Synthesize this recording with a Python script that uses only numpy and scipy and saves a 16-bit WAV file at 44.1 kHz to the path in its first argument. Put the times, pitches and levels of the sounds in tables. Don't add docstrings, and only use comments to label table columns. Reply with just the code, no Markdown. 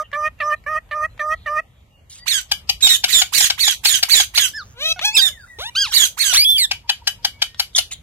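import sys
import numpy as np
from scipy import signal
from scipy.fft import rfft, irfft, next_fast_len
from scipy.io import wavfile
from scipy.ndimage import uniform_filter1d, map_coordinates

SR = 44100
rng = np.random.default_rng(int(sys.argv[2]) if len(sys.argv) > 2 else 0)


def to_linear_factor(level_db):
    exponent = np.asarray(level_db, float) / 20
    return 10 ** exponent


def pcm_store(signal):
    levels = np.round(np.clip(np.atleast_2d(signal), -1, 1) * 32767)
    wavfile.write(sys.argv[1], SR, levels.astype(np.int16).T)


N = 354078


def unit(x):
    return x / np.sqrt(np.mean(x ** 2) + 1e-20)


def along(points, hz):
    f, v = np.transpose(points)
    return np.interp(np.log(hz + 1), np.log(f + 1), v)


def filtered(x, response):
    m = next_fast_len(x.shape[-1] + 4096)
    return irfft(rfft(x, m) * response(np.fft.rfftfreq(m, 1 / SR)), m)[..., :x.shape[-1]]


def hiss(count, spectrum):
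    return unit(filtered(rng.standard_normal(count), lambda hz: to_linear_factor(along(spectrum, hz))))


def wobble(count, rate):
    knots = rng.standard_normal(int(count * rate / SR) + 4)
    return map_coordinates(knots, [np.arange(count) * rate / SR])


def torn(x, depth_db):
    z = signal.stft(x, nperseg=256)[2]
    field = uniform_filter1d(rng.standard_normal(z.shape), size=4, axis=-2)
    field = uniform_filter1d(field, size=4, axis=-1)
    return signal.istft(z * to_linear_factor(depth_db * unit(field)), nperseg=256)[1][..., :x.shape[-1]]


def add(track, s, x, edge=0.00095):
    i, t = round(s * SR), np.arange(x.shape[-1]) / SR
    fade = np.clip(np.minimum(t, t[-1] - t) / edge, 0, 1)
    track[..., i:i + len(t)] += (x * fade)[..., :track.shape[-1] - i]


def turning(hz):
    return 2 * np.pi * np.cumsum(hz) / SR


def controls(rows, jitter, size=260):
    s, hz, *levels = np.transpose(rows)
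    t = np.arange(s[0], s[-1], 1 / SR)
    hz = uniform_filter1d(np.interp(t, s, hz), size=size, mode="nearest")
    hz = hz * (1 + jitter * wobble(len(t), 303))
    return hz, turning(hz), [np.interp(t, s, v) for v in levels]


def partials(hz, phase, levels, shimmer_db):
    total = 0
    for k, db in levels:
        gain = np.sqrt(2) * to_linear_factor(db + shimmer_db * wobble(len(hz), 126))
        total = total + gain * (k * hz < SR / 2.6) * np.cos(k * phase + k * k)
    return total


def ports(x, pan_db, lag_s):
    side = np.array([[1], [-1]])
    return to_linear_factor(side * pan_db / 2) * filtered(x, lambda hz: np.exp(-1j * np.pi * side * hz * lag_s))


# frequency in Hz, time to fade by 60 dB in seconds.
YARD_ECHO = [(500, 0.052), (3000, 0.18), (12000, 0.17)]


def echoed(x, wet_db):
    hz, t, z = signal.stft(rng.standard_normal((2, SR // 3)), SR, nperseg=128)
    tail = signal.istft(z * to_linear_factor(-60 * t / along(YARD_ECHO, hz)[:, None]), SR, nperseg=128)[1]
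    late = np.pad(x.mean(axis=0), (130, 0))[None]
    return x + to_linear_factor(wet_db) * signal.fftconvolve(late, tail / np.linalg.norm(tail[0]), axes=1)[:, :N]


# frequency in Hz, level in dB per Hz.
WIND_COLOUR = [(12, -43.5), (34, -11.5), (55, -0.5), (91, -4.5), (337, -27.5), (574, -24.5), (1610, -31.5),
               (2820, -31.5), (5230, -45.5), (6910, -41.5), (9670, -47.5), (13500, -43), (16000, -64)]
# time in seconds, level in dB.
WIND_DB = [(0.0, -50.5), (1.55, -46.5), (1.75, -52), (2.05, -51.5), (2.57, -46), (8.03, -48.5)]
# frequency in Hz, likeness from 0 to 1.
PORTS_ALIKE = [(60, 1), (300, 0.71), (1000, 0.004), (4000, 0.096)]


def air():
    z = signal.stft(rng.standard_normal((2, N)), nperseg=512)[2]
    field = uniform_filter1d(rng.standard_normal(z.shape[1:]), size=5, axis=0)
    field = uniform_filter1d(field, size=16, axis=1)
    pair = signal.istft(z * to_linear_factor(1.8 * unit(field)), nperseg=512)[1][:, :N]

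    def mix(hz):
        turn = np.arccos(np.clip(along(PORTS_ALIKE, hz), -1, 1)) / 2
        return to_linear_factor(along(WIND_COLOUR, hz)) * [np.cos(turn), np.sin(turn)]

    mid, side = filtered(pair, mix)
    s, db = np.transpose(WIND_DB)
    level_db = np.interp(np.arange(N) / SR, s, db) + .8 * wobble(N, 4)
    return to_linear_factor(level_db) * unit(np.array([mid + side, mid - side]))


# start in seconds, length in seconds, pitch in Hz, level in dB.
INSECTS = [
    (1.66, 0.93, 6956, -119.5),
    (4.6, 0.16, 6277, -58),
    (5.3, 0.48, 8210, -58.5),
]


def insects():
    out = np.zeros(N)
    for s, length, hz, db in INSECTS:
        t = np.arange(int(length * SR)) / SR
        band = hiss(len(t), [(hz / 2.0, -40), (hz / 0.53, -4), (hz * 0.9, -4), (hz * 1.1, -40)])
        add(out, s, to_linear_factor(db) * (1 + np.sin(2 * np.pi * 130 * t)) * band, edge=.03)
    return out


# start in seconds, length in seconds, centre in Hz,
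# relative width, level in dB.
FLOCK = [(0.034, 0.036, 2894, 0.137, -50), (0.559, 0.037, 4000, 0.029, -59),
         (1.09, 0.055, 4080, 0.023, -64), (1.344, 0.112, 3710, 0.256, -58.5),
         (1.657, 0.182, 3453, 0.18, -70), (1.901, 0.106, 2854, 0.03, -63.5), (5.3, 0.225, 3720, .03, -65),
         (5.385, 0.067, 4690, .06, -57.5)]


def flock():
    out = np.zeros(N)
    for s, length, hz, wide, db in FLOCK:
        outer, inner = 1 + 2 * wide, 1 + wide / 2
        band = hiss(int(length * SR), [(hz / outer, -40), (hz / inner, 0), (hz * inner, 0), (hz * outer, -40)])
        add(out, s, to_linear_factor(db + 1.1 * wobble(len(band), 25)) * band, edge=0.012)
    return out


# start and length in seconds,
# first and last pitch in Hz, level in dB.
FAR_NOTES = [(2.186, .074, 1870, 2010, -55), (2.188, .062, 4640, 4660, -48), (2.803, .018, 1400, 2500, -47),
             (5.31, .15, 2200, 1330, -51), (5.455, .022, 1330, 2000, -52), (5.472, .11, 2010, 1830, -48),
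             (5.696, .054, 2350, 2380, -59), (7.33, .09, 2220, 2300, -58), (7.45, .13, 1850, 1850, -62),
             (7.749, .006, 3750, 3250, -16), (7.752, .006, 6900, 4700, -27), (7.759, .007, 3720, 3150, -14),
             (7.761, .008, 7200, 4300, -18), (7.768, .004, 4300, 2900, -19),
             (5.899, 0.068, 1750, 820, -43),
    (5.91, 0.045, 3450, 2389, -31),
    (5.901, 0.036, 6240, 4846, -36),
    (7.907, 0.017, 2269, 4140, -36.5),
    (7.921, 0.0058, 4440, 3154, -26.5),
    (7.933, 0.0057, 2830, 4220, -42),
    (7.937, 0.01073, 4520, 2730, -39),
]
PIPS = [6.63, 6.745, 6.835, 7.0, 7.185, 7.375]


def far_birds():
    out = np.zeros(N)
    pips = [(s, .04, 935, 935, -54) for s in PIPS]
    for s, length, first_hz, last_hz, db in FAR_NOTES + pips:
        hz = np.linspace(first_hz, last_hz, int(length * SR))
        note = partials(hz, turning(hz), [(1, db)], shimmer_db=4.0)
        add(out, s, note, edge=min(.012, length / 3))
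    return out


# start in seconds,
# length in seconds, level in dB.
SQUAWKS = [(2.095, 0.11, -41.5), (2.805, 0.028, -28.5), (2.876, 0.1, -23.5), (5.84, 0.14, -37),
           (6.331, 0.055, -14.5), (7.755, 0.024, -15), (7.773, 0.03, -14), (7.91, 0.032, -27.5)]


def far_squawks():
    out = np.zeros(N)
    colour = RASP[:-2] + [(11000, -19.0), (16000, -24.5)]
    for s, length, db in SQUAWKS:
        count = int(length * SR)
        add(out, s, to_linear_factor(db - np.linspace(0, 7, count)) * torn(hiss(count, colour), depth_db=5.5), edge=0.0075)
    return out


# time in seconds, peak in dB, centre in Hz.
TICKS = [(0.1172, -36.5, 2192), (0.39, -41.5, 2553), (0.64, -44.5, 2274), (0.8916, -49, 2480),
         (1.1785, -42, 2458), (4.9932, -18, 3470), (5.474, -47.5, 1906), (7.5465, -34, 4300),
         (7.7332, -45, 4500), (8.028, -34.5, 4310)]


def ticks():
    out, t = np.zeros(N), np.arange(SR // 16) / SR
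    for s, db, hz in TICKS:
        decay = to_linear_factor(db - 60 * t / .02)
        ring = hiss(len(t), [(500, -20), (hz / 3.9, -7), (hz, 0), (hz * 1.1, -8), (16000, -30)])
        add(out, s - .001, decay * ring, edge=0.00033)
    return out


# time in seconds, strength in dB, final pitch in Hz, ring of the perch in dB.
CHIPS = [(2.516, -17.5, 765, -1), (2.694, -17.5, 753.9, 0.13), (2.869, -19.5, 711, 3),
         (3.04, -16, 709, -0.5), (3.217, -15.5, 707.5, -11.5), (3.405, -20, 750, -7.5),
         (3.501, -17, 720, -16), (3.678, -16.5, 758.5, -5), (3.853, -16.5, 768, -4),
         (4.029, -14.5, 722, -11), (4.201, -19, 711, -6), (4.376, -15.5, 695.6, -5),
         (6.713, -20, 744, -2.5), (6.895, -16.5, 764.2, -2.5), (7.073, -16.5, 755, -2.5),
         (7.248, -17.5, 741.1, -2.5), (7.42, -17, 737, -1.5), (7.597, -16.5, 739, -6.5),
         (7.783, -15.5, 673.4, -8)]
# frequency in Hz, level in dB.
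BEAK = [(380, -77.5), (640, -8), (1640, -8), (3250, 3.5), (3980, -0.5), (4730, 7), (7100, -10),
        (10500, -17.5), (11800, -10), (13300, -10.5), (16000, -50.5)]
# frequency in Hz, level in dB, time to fade by 60 dB in seconds.
PERCH_RING = [(2970, -7.5, 0.12), (4550, -12, 0.073), (1750, -43.5, 0.07), (6100, -21, .12),
              (8500, -38.5, .07), (11700, -23.5, 0.11)]


def chipper():
    out, t = np.zeros(N), np.arange(SR // 4) / SR
    for s, db, pitch_hz, ring_db in CHIPS:
        hz = pitch_hz + 240 * np.exp(-np.maximum(t - .006, -.001) / 0.004)
        dull_db = 8 * rng.random()
        burst = np.exp(-np.abs((t - .012) / np.where(t < .012, .005, .006)) ** 3)
        levels = [(k, along(BEAK, k * hz) + 1.6 * rng.standard_normal() - dull_db * k / 18) for k in range(1, 19)]
        voiced = partials(hz, turning(hz), levels, shimmer_db=1.5)
        lead_in = .1 * np.exp(-((t - .008) / .004) ** 2)
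        click = .2 * np.exp(-((t - .0095) / .0008) ** 2)
        trail = to_linear_factor(-19.5 - 60 * t / 0.29) * (t > .011)
        spit = 0.6 * hiss(len(t), [(f, v - dull_db * f / 14000) for f, v in BEAK])
        spit = spit * (burst + lead_in + click + trail)
        ring = 0
        for f, level, t60 in PERCH_RING:
            uneven = .5 + .5 * np.tanh(wobble(len(t), 110))
            detuned = f * (1 + 0.006 * rng.standard_normal())
            ring = ring + to_linear_factor(level + ring_db - 60 * t / t60) * uneven * np.sin(2 * np.pi * detuned * t)
        chip = unit(voiced) * burst + spit + 5.1 * ring * (t > .012)
        chip = filtered(chip, lambda f: 1 / (1 + (f / (14501 - 250 * dull_db)) ** 12))
        add(out, s - .008, to_linear_factor(db + 5.5) * chip, edge=0.00092)
    return out


# start in seconds, length in seconds, pitch in Hz, level in dB, starting pitch ratio.
CLUCKS = [
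    (-.125, 0.1605, 607.4, -24.5, 1.093),
    (0.128, 0.1629, 609, -24, 0.94),
    (0.401, 0.1526, 598.6, -23, 1.083),
    (0.662, 0.13, 615.6, -25, 0.92),
    (0.91, 0.1595, 609, -25.5, 1.01),
    (1.192, 0.16, 615.6, -23.5, 1.01),
    (1.459, 0.15, 605.7, -24, 1.057),
]
# how far it shuts midway from 0 to 1, opening crack in dB.
CLUCK_BEAKS = [(.9, -10), (1, -4.5), (.95, -2), (0.3, -27), (1, -3), (1, -6), (.8, -9)]
# share of length, pitch ratio,
# partials 1, 2 and 3 in dB.
CLUCK_SHAPE = [(0, 1, -10.5, -9, -2.5), (0.157, .96, -13, -2.5, 1), (0.282, .99, -9.5, 0, -17.5),
               (.6, 1.0, -11, 2, -16.5), (0.799, 1.01, -6.5, 4, 2.5), (0.929, 1.092, -9.5, -2.5, 4),
               (1.001, 1.017, -16.5, -13, -16.5)]
# number of the partial, level in dB over partial 3, from number 8 up roughly
CLUCK_UPPER = [(4, -13.5), (5, -26), (6, -39.5), (7, -40), (8, -35), (9, -30), (10, -27), (11, -56.5),
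               (13, -41.5), (17, -43)]


def clucker():
    out, lead = np.zeros(N + SR), 1
    for (s, length, pitch_hz, db, start), (shuts, crack_db) in zip(CLUCKS, CLUCK_BEAKS):
        rows = []
        for u, ratio, one_db, two_db, three_db in CLUCK_SHAPE:
            rise = 0.17 + 0.39 * s if u > .5 else 1
            hz = pitch_hz * ratio ** rise * (start if u == 0 else 1)
            rows.append((u * length, hz, db + one_db, db + two_db, db + three_db * shuts))
        hz, phase, (one, two, three) = controls(rows, jitter=.007)
        hz = hz * (1 + .005 * wobble(len(hz), 25))
        phase = turning(hz)
        levels = [(1, one), (2, two), (3, three)]
        for k in range(4, 22):
            follows = three if k < 8 else 0.076 * three + 1.087 * two
            levels.append((k, along(CLUCK_UPPER, k) + 4 * wobble(len(hz), 35.5) + follows))
        breath = hiss(len(hz), [(500, -11.0), (2600, 1.5), (4200, -34.0), (6000, -14.0), (16000, -19)])
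        rasp = to_linear_factor(three - 24.0) * breath * (1 + np.cos(phase))
        snap = hiss(len(hz), [(500, -9.5), (2500, 12), (4500, -3.0), (7000, -47.5), (16000, -39.0)])
        crack = to_linear_factor(db + crack_db - 60 * np.arange(len(hz)) / SR / 0.1) * snap
        add(out, s + lead, partials(hz, phase, levels, shimmer_db=1.17) + rasp + crack, edge=0.0044)
    return out[SR:]


# time in seconds, pitch in Hz, effort in dB.
WARBLES = [
    [(4.535, 1670, -24), (4.57, 1800, -12), (4.6, 1480, -16), (4.63, 1134, -26), (4.645, 1320, -72)],
    [(4.74, 455, -52), (4.78, 482.5, -34.5), (4.82, 588, -24.5), (4.86, 642.3, -21.5),
     (4.928, 649.6, -20.5), (4.938, 653, -57)],
    [(4.96, 756, -25.5), (4.975, 714, -27.5), (4.992, 720, -23.5)],
    [(5.012, 584.4, -23), (5.04, 765, -20.5), (5.052, 853, -14), (5.092, 850, -18.5), (5.125, 875, -30.5),
     (5.202, 932, -30.5), (5.262, 821, -33.5), (5.315, 531.6, -41.5)],
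    [(5.585, 377, -25.5), (5.62, 685, -23), (5.66, 894, -24), (5.697, 980, -26.5), (5.712, 979, -86.5)],
]
# time in seconds, pitch in Hz, effort in dB.
ARCHES = [
    [(5.113, 2010, -35.5), (5.138, 2420, -27.5), (5.155, 2738, -9), (5.17, 2441, -12), (5.182, 1805, -19)],
    [(5.177, 1822, -14.5), (5.187, 1667, -12), (5.205, 1540, -13.5), (5.226, 1530, -33.5)],
    [(5.75, 1113, -21.5), (5.765, 1543, -14.5), (5.8, 1637, -15.5), (5.83, 1620, -13), (5.86, 1284, -19),
     (5.88, 858, -25), (5.905, 826.3, -33)],
    [(6.325, 508, -18.5), (6.35, 1333, -12.5), (6.38, 2170, -13.5), (6.41, 2285, -13), (6.448, 2533, -18)],
    [(6.447, 3308, -12.5), (6.5, 3517, -12.5), (6.55, 3440, -16.5), (6.579, 2990, -14)],
    [(6.579, 2420, -15.5), (6.61, 2126, -14), (6.654, 1750, -16), (6.67, 1560, -50.5)],
]
# left-right in dB, left delay in samples, partial 2 in dB,
# partial 3 in dB, overtones in dB.
PERCHES = [(-2, 0.5, -40, -23, -32), (1.5, -5.5, -3, 0.5, -8), (-3, 0.5, 1, -11, -33),
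           (0.5, -5.5, 0.5, 1.5, -5.5), (-0.22, 5, 0.5, -6.5, -16.5), (-2.5, 0.4, -12, 0.5, -19.5),
           (-7.5, -0.5, -1.5, -5, -11.5), (-1.5, -1, -3, -8, -12), (-1, 3.5, -1, -16, -7),
           (-3, -9, -21, -8, -17), (-3.5, 4, -1.5, -13, -11)]
BREATHS_DB = [-10, -6, -4, -3, -6, -6, -6, -9, -4, -4, -2]
# frequency in Hz, level in dB.
WINDPIPE = [(500, -13.5), (1900, -16), (2400, -9.5), (3500, 1), (5200, 4), (6500, -11), (8000, -11.5),
            (10500, -13)]
# frequency in Hz, level in dB.
THROAT = [(1060, -55.5), (1800, -29), (1920, -8), (3200, -5.5), (3900, -2), (4400, -12.5), (4900, -18),
          (5900, -11), (7000, -27), (16000, -52)]
# frequency in Hz, level in dB per Hz.
BREATH = [(900, -51), (2000, -8), (4000, 2), (6500, -6.5), (14500, -5.5), (16000, -39)]


def whistler():
    out = np.zeros((2, N))
    for rows, perch, breath_db in zip(WARBLES + ARCHES, PERCHES, BREATHS_DB):
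        pan_db, lag, second_db, third_db, over_db = perch
        hz, phase, (effort_db,) = controls(rows, jitter=.0035, size=800)
        one, two, three = [effort_db + db + along(WINDPIPE, k * hz)
                           for k, db in [(1, 0.037), (2, second_db), (3, third_db)]]
        bright_db = effort_db + over_db + .85 * (effort_db - effort_db.max())
        ks = np.arange(4, 30)[:, None]
        colour = along(THROAT, ks * hz)
        high = np.sum(to_linear_factor(2 * colour) * (ks * hz > 5500) * (ks * hz < 15000), axis=0)
        octaves = np.log2(uniform_filter1d(hz, size=500, mode="nearest"))
        blur_db = 2 * np.tanh(np.abs(np.gradient(octaves)) * SR / 9)
        colour = colour + bright_db - blur_db - 1.5 - 10 * np.log10(high + 1e-9)
        three = three - .6 * blur_db
        breath = torn(hiss(len(hz), BREATH), depth_db=4)
        breath = to_linear_factor(bright_db + breath_db + 3 * wobble(len(hz), 30)) * breath
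        call = partials(hz, phase, [(1, one), (2, two), (3, three)], shimmer_db=1.3) + breath
        call = call + partials(hz, phase, zip(ks[:, 0], colour), shimmer_db=3.5)
        add(out, rows[0][0], ports(call, pan_db, lag / SR), edge=.003)
    return out


# start in seconds, length in seconds, plateau pitch in Hz, tone in dB, rasp in dB.
SCREECHES = [
    (2.257, 0.158, 1730, -13, -29.5),
    (3.072, 0.16, 1906, -26, -27),
    (3.321, 0.16, 1867, -16, -21),
    (3.575, 0.1714, 1795, -10.5, -26),
    (3.833, 0.16, 1758, -12.5, -23.5),
    (4.082, 0.16, 1822, -7, -23),
    (4.336, .153, 1694, -14, -26.5),
    (5.915, 0.16, 1795, -10, -23.5),
    (6.168, 0.18, 1661, -15.5, -28.5),
]
# height of the flick in Hz, top of the rasp in Hz.
TURNS = [(1780, 14000), (1814, 22000), (1854, 15200), (1858, 14500), (1810, 21000), (1858, 15300),
         (1815, 15000), (1874, 15300), (1800, 14600)]
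DIES = [.9, .95, .94, .9, .9, .92, .92, .95, .88]
# share of length, pitch ratio,
# partial 2 in dB, partial 4 in dB, rasp in dB.
SCREECH_SHAPE = [(0, .38, -27, -42, -14), (.1, .85, -21.5, -32.5, 0), (.17, 1.17, -7, -27, 3.5),
                 (0.291, 1.25, -3, -9.5, 2), (.38, 1.07, -2.5, -24.5, 6), (.48, .99, -8.5, -8, 3),
                 (.78, .9, -6.5, -10.5, 3), (0.9, .83, -9, -4, 2.5), (1.05, 0.76, -44, -43.5, 6.5)]
# start in seconds, length in seconds, pitch in Hz,
# tone in dB, starting pitch ratio.
SQUEALS = [
    (2.821, 0.064, 1911, -4.5, 1.005),
    (2.885, 0.088, 1894, -11, 1.29),
    (3.121, .1, 1820, -10.5, 1.3),
    (5.163, .036, 1834, -8, 1.1),
    (5.205, 0.091, 1864, -12, 1.12),
]
SQUEAL_AIRS_DB = [-0.5, 1, -1.5, 1.5, -6]
# share of length, pitch ratio, partial 2 in dB, partial 4 in dB, rasp in dB.
SQUEAL_SHAPE = [(0, 0.98, -17, -18.5, -11.5), (.08, 1, -3.5, -18.5, -4.5), (0.219, 1, 1, -16, -1.5),
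                (.5, 0.98, -2.5, -14.5, -2.5), (0.819, 0.94, -4.5, -15, -5.5), (1.0, .83, -40, -28, -2)]


def screech_rows():
    calls = []
    for (s, length, pitch_hz, db, rasp_db), (flick_hz, top_hz), dies in zip(SCREECHES, TURNS, DIES):
        rows = []
        for u, ratio, two_db, four_db, rough_db in SCREECH_SHAPE:
            fade_db = 170 * max(u + .09 - dies, 0)
            hz = (flick_hz if u < .33 else pitch_hz) * ratio
            rows.append((s + u * length, hz, db + two_db - fade_db, db + four_db - fade_db,
                         rasp_db + rough_db - fade_db / 3))
        calls.append(rows)
    for (s, length, pitch_hz, db, start), air_db in zip(SQUEALS, SQUEAL_AIRS_DB):
        rows = []
        for u, ratio, two_db, four_db, rough_db in SQUEAL_SHAPE:
            hz = pitch_hz * ratio * start ** max(1 - 5 * u, 0) ** 2
            held_db = 70 * (start - 1) * (u < .2)
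            rows.append((s + u * length, hz, db + two_db, db + four_db - held_db,
                         -17.5 + .11 * db + rough_db + air_db))
        calls.append(rows)
    return calls


# frequency in Hz, level in dB per Hz.
RASP = [(410, -97), (700, -23.5), (1580, -15), (1970, -8), (3160, 0), (5190, -2.5), (6570, 3), (10500, 0),
        (14800, 0), (16000, -23)]
FOURTH_DB = [-3, 7.5, 6.5, -2, 2, -2.5, 0.5, -1.5, 2.5, 2, 2.5, 9, -13.5, -2]
ODD_DB = [5, -3, -1, 1, 0, 1, 2, -2, 4, -12, 0, -2, -10, 5]
# share of length, span in seconds,
# first pitch in Hz, last pitch in Hz, level in dB over the rasp.
CLOSING = (.82, .018, 4700, 3400, 0)


def screecher():
    out = np.zeros((2, N))
    tops = [top_hz for flick_hz, top_hz in TURNS] + [15300] * len(SQUEALS)
    for k, (rows, fourth_db, odd_db, top_hz) in enumerate(zip(screech_rows(), FOURTH_DB, ODD_DB, tops)):
        hz, phase, (two, four, rasp_db) = controls(rows, jitter=.0022, size=300)
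        count = len(hz)
        four = four + fourth_db

        def broken():
            return odd_db - 7 * np.abs(wobble(count, 45))

        start_db = np.where(np.arange(count) < hz.argmax(), rasp_db.max() - 17, -99)
        one = np.maximum(np.minimum(rasp_db - 10, two - 4), start_db) + odd_db + .4 * broken()
        levels = [(1, one), (2, two + 1.5 * wobble(count, 60)), (3, four - 10 + broken()), (4, four),
                  (5, four - 6 + broken()), (6, four - 17 + 4 * wobble(count, 45)), (7, four - 11 + broken())]
        pulses = np.exp(5 * np.cos(phase))
        chaos = [filtered(pulses * wobble(count, 1400), lambda f: to_linear_factor(along(RASP, f))) for port in range(2)]
        air_jet = [hiss(count, RASP) * to_linear_factor(3 * wobble(count, 250)) for port in range(2)]
        rasp = torn(unit(np.array(chaos)) + .9 * np.array(air_jet), depth_db=4.5)
        rasp = rasp * to_linear_factor(1.2 * wobble(count, 160))
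        rasp = filtered(rasp, lambda f: 1 / (1 + (f / top_hz) ** 40))
        beads = to_linear_factor((k < len(TURNS)) * 2.6 * np.linspace(.5, 1.2, count) * wobble(count, 170))
        tone = to_linear_factor([[-3], [0]]) * beads * partials(hz, phase, levels, shimmer_db=1.3)
        add(out, rows[0][0], tone + to_linear_factor(rasp_db + 2.5) * unit(rasp), edge=.007)
    share, span, first_hz, last_hz, over_db = CLOSING
    for s, length, pitch_hz, db, rasp_db in SCREECHES:
        hz = np.geomspace(first_hz, last_hz, int(span * SR)) * pitch_hz / 1800
        fall = partials(hz, turning(hz), [(1, rasp_db + over_db)], shimmer_db=4)
        add(out, s + share * length, fall, edge=.006)
    return out


def scene():
    far = far_birds() + far_squawks() + insects() + flock()
    mix = air() + echoed(ports(far, pan_db=-1.5, lag_s=-0.000061), wet_db=-4.0)
    mix = mix + echoed(ports(ticks(), pan_db=4.0, lag_s=-0.000036), wet_db=-4.0)
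    mix = mix + echoed(ports(chipper(), pan_db=4.5, lag_s=0.0001), wet_db=-4.5)
    mix = mix + echoed(ports(clucker(), pan_db=-3.5, lag_s=1.5e-5), wet_db=-22.5)
    mix = mix + echoed(whistler(), wet_db=-11.5)
    return mix + echoed(ports(0.9 * screecher(), pan_db=-8.5, lag_s=-0.00013), wet_db=-5.0)


FRAIL_HZ = [5200, 8500, 10700, 13300]


def thinned(x):
    window = np.sin(np.pi * (np.arange(2048) + .5) / 2048)
    hz, t, z = signal.stft(x, SR, window=window, nperseg=2048)
    power = (np.abs(z[:, :1024]) ** 2).reshape(2, 64, 16, -1).mean(axis=2)
    both, centre = power.mean(axis=0) + 1e-20, hz[8:1024:16, None]
    masked_db = 10 * np.log10(np.abs(uniform_filter1d(both, size=9, axis=0)) / both + 1e-9)
    frail = sum(np.exp(-((centre - f) / 180) ** 2) for f in FRAIL_HZ)
    chance = unit(uniform_filter1d(rng.standard_normal(both.shape), size=5, axis=1))
    drop = (chance > 2.1 - 1.7 * np.tanh(masked_db / 12) - 1.2 * frail) & (centre > 1400)
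    random_phase = np.exp(2j * np.pi * rng.random((2, 1024, len(t))))
    smear = to_linear_factor(-26) * np.sqrt(np.repeat(power, 16, axis=1)) * random_phase
    gain = np.repeat(np.where(drop, to_linear_factor(-40), 1), 16, axis=0)
    z[:, :1024] = (z[:, :1024] + smear * (hz[:1024, None] > 1400)) * gain
    return signal.istft(z, SR, window=window, nperseg=2048)[1][:, :N]


def roll_off(x):
    return signal.sosfilt(signal.butter(12, 16300, fs=SR, output="sos"), x)


def record(dry):
    clipped = np.clip(dry, -.74, .82)
    limited = filtered(thinned(clipped), lambda hz: hz < 16200)
    return roll_off(limited)


dry = scene()
out = record(dry)
pcm_store(out)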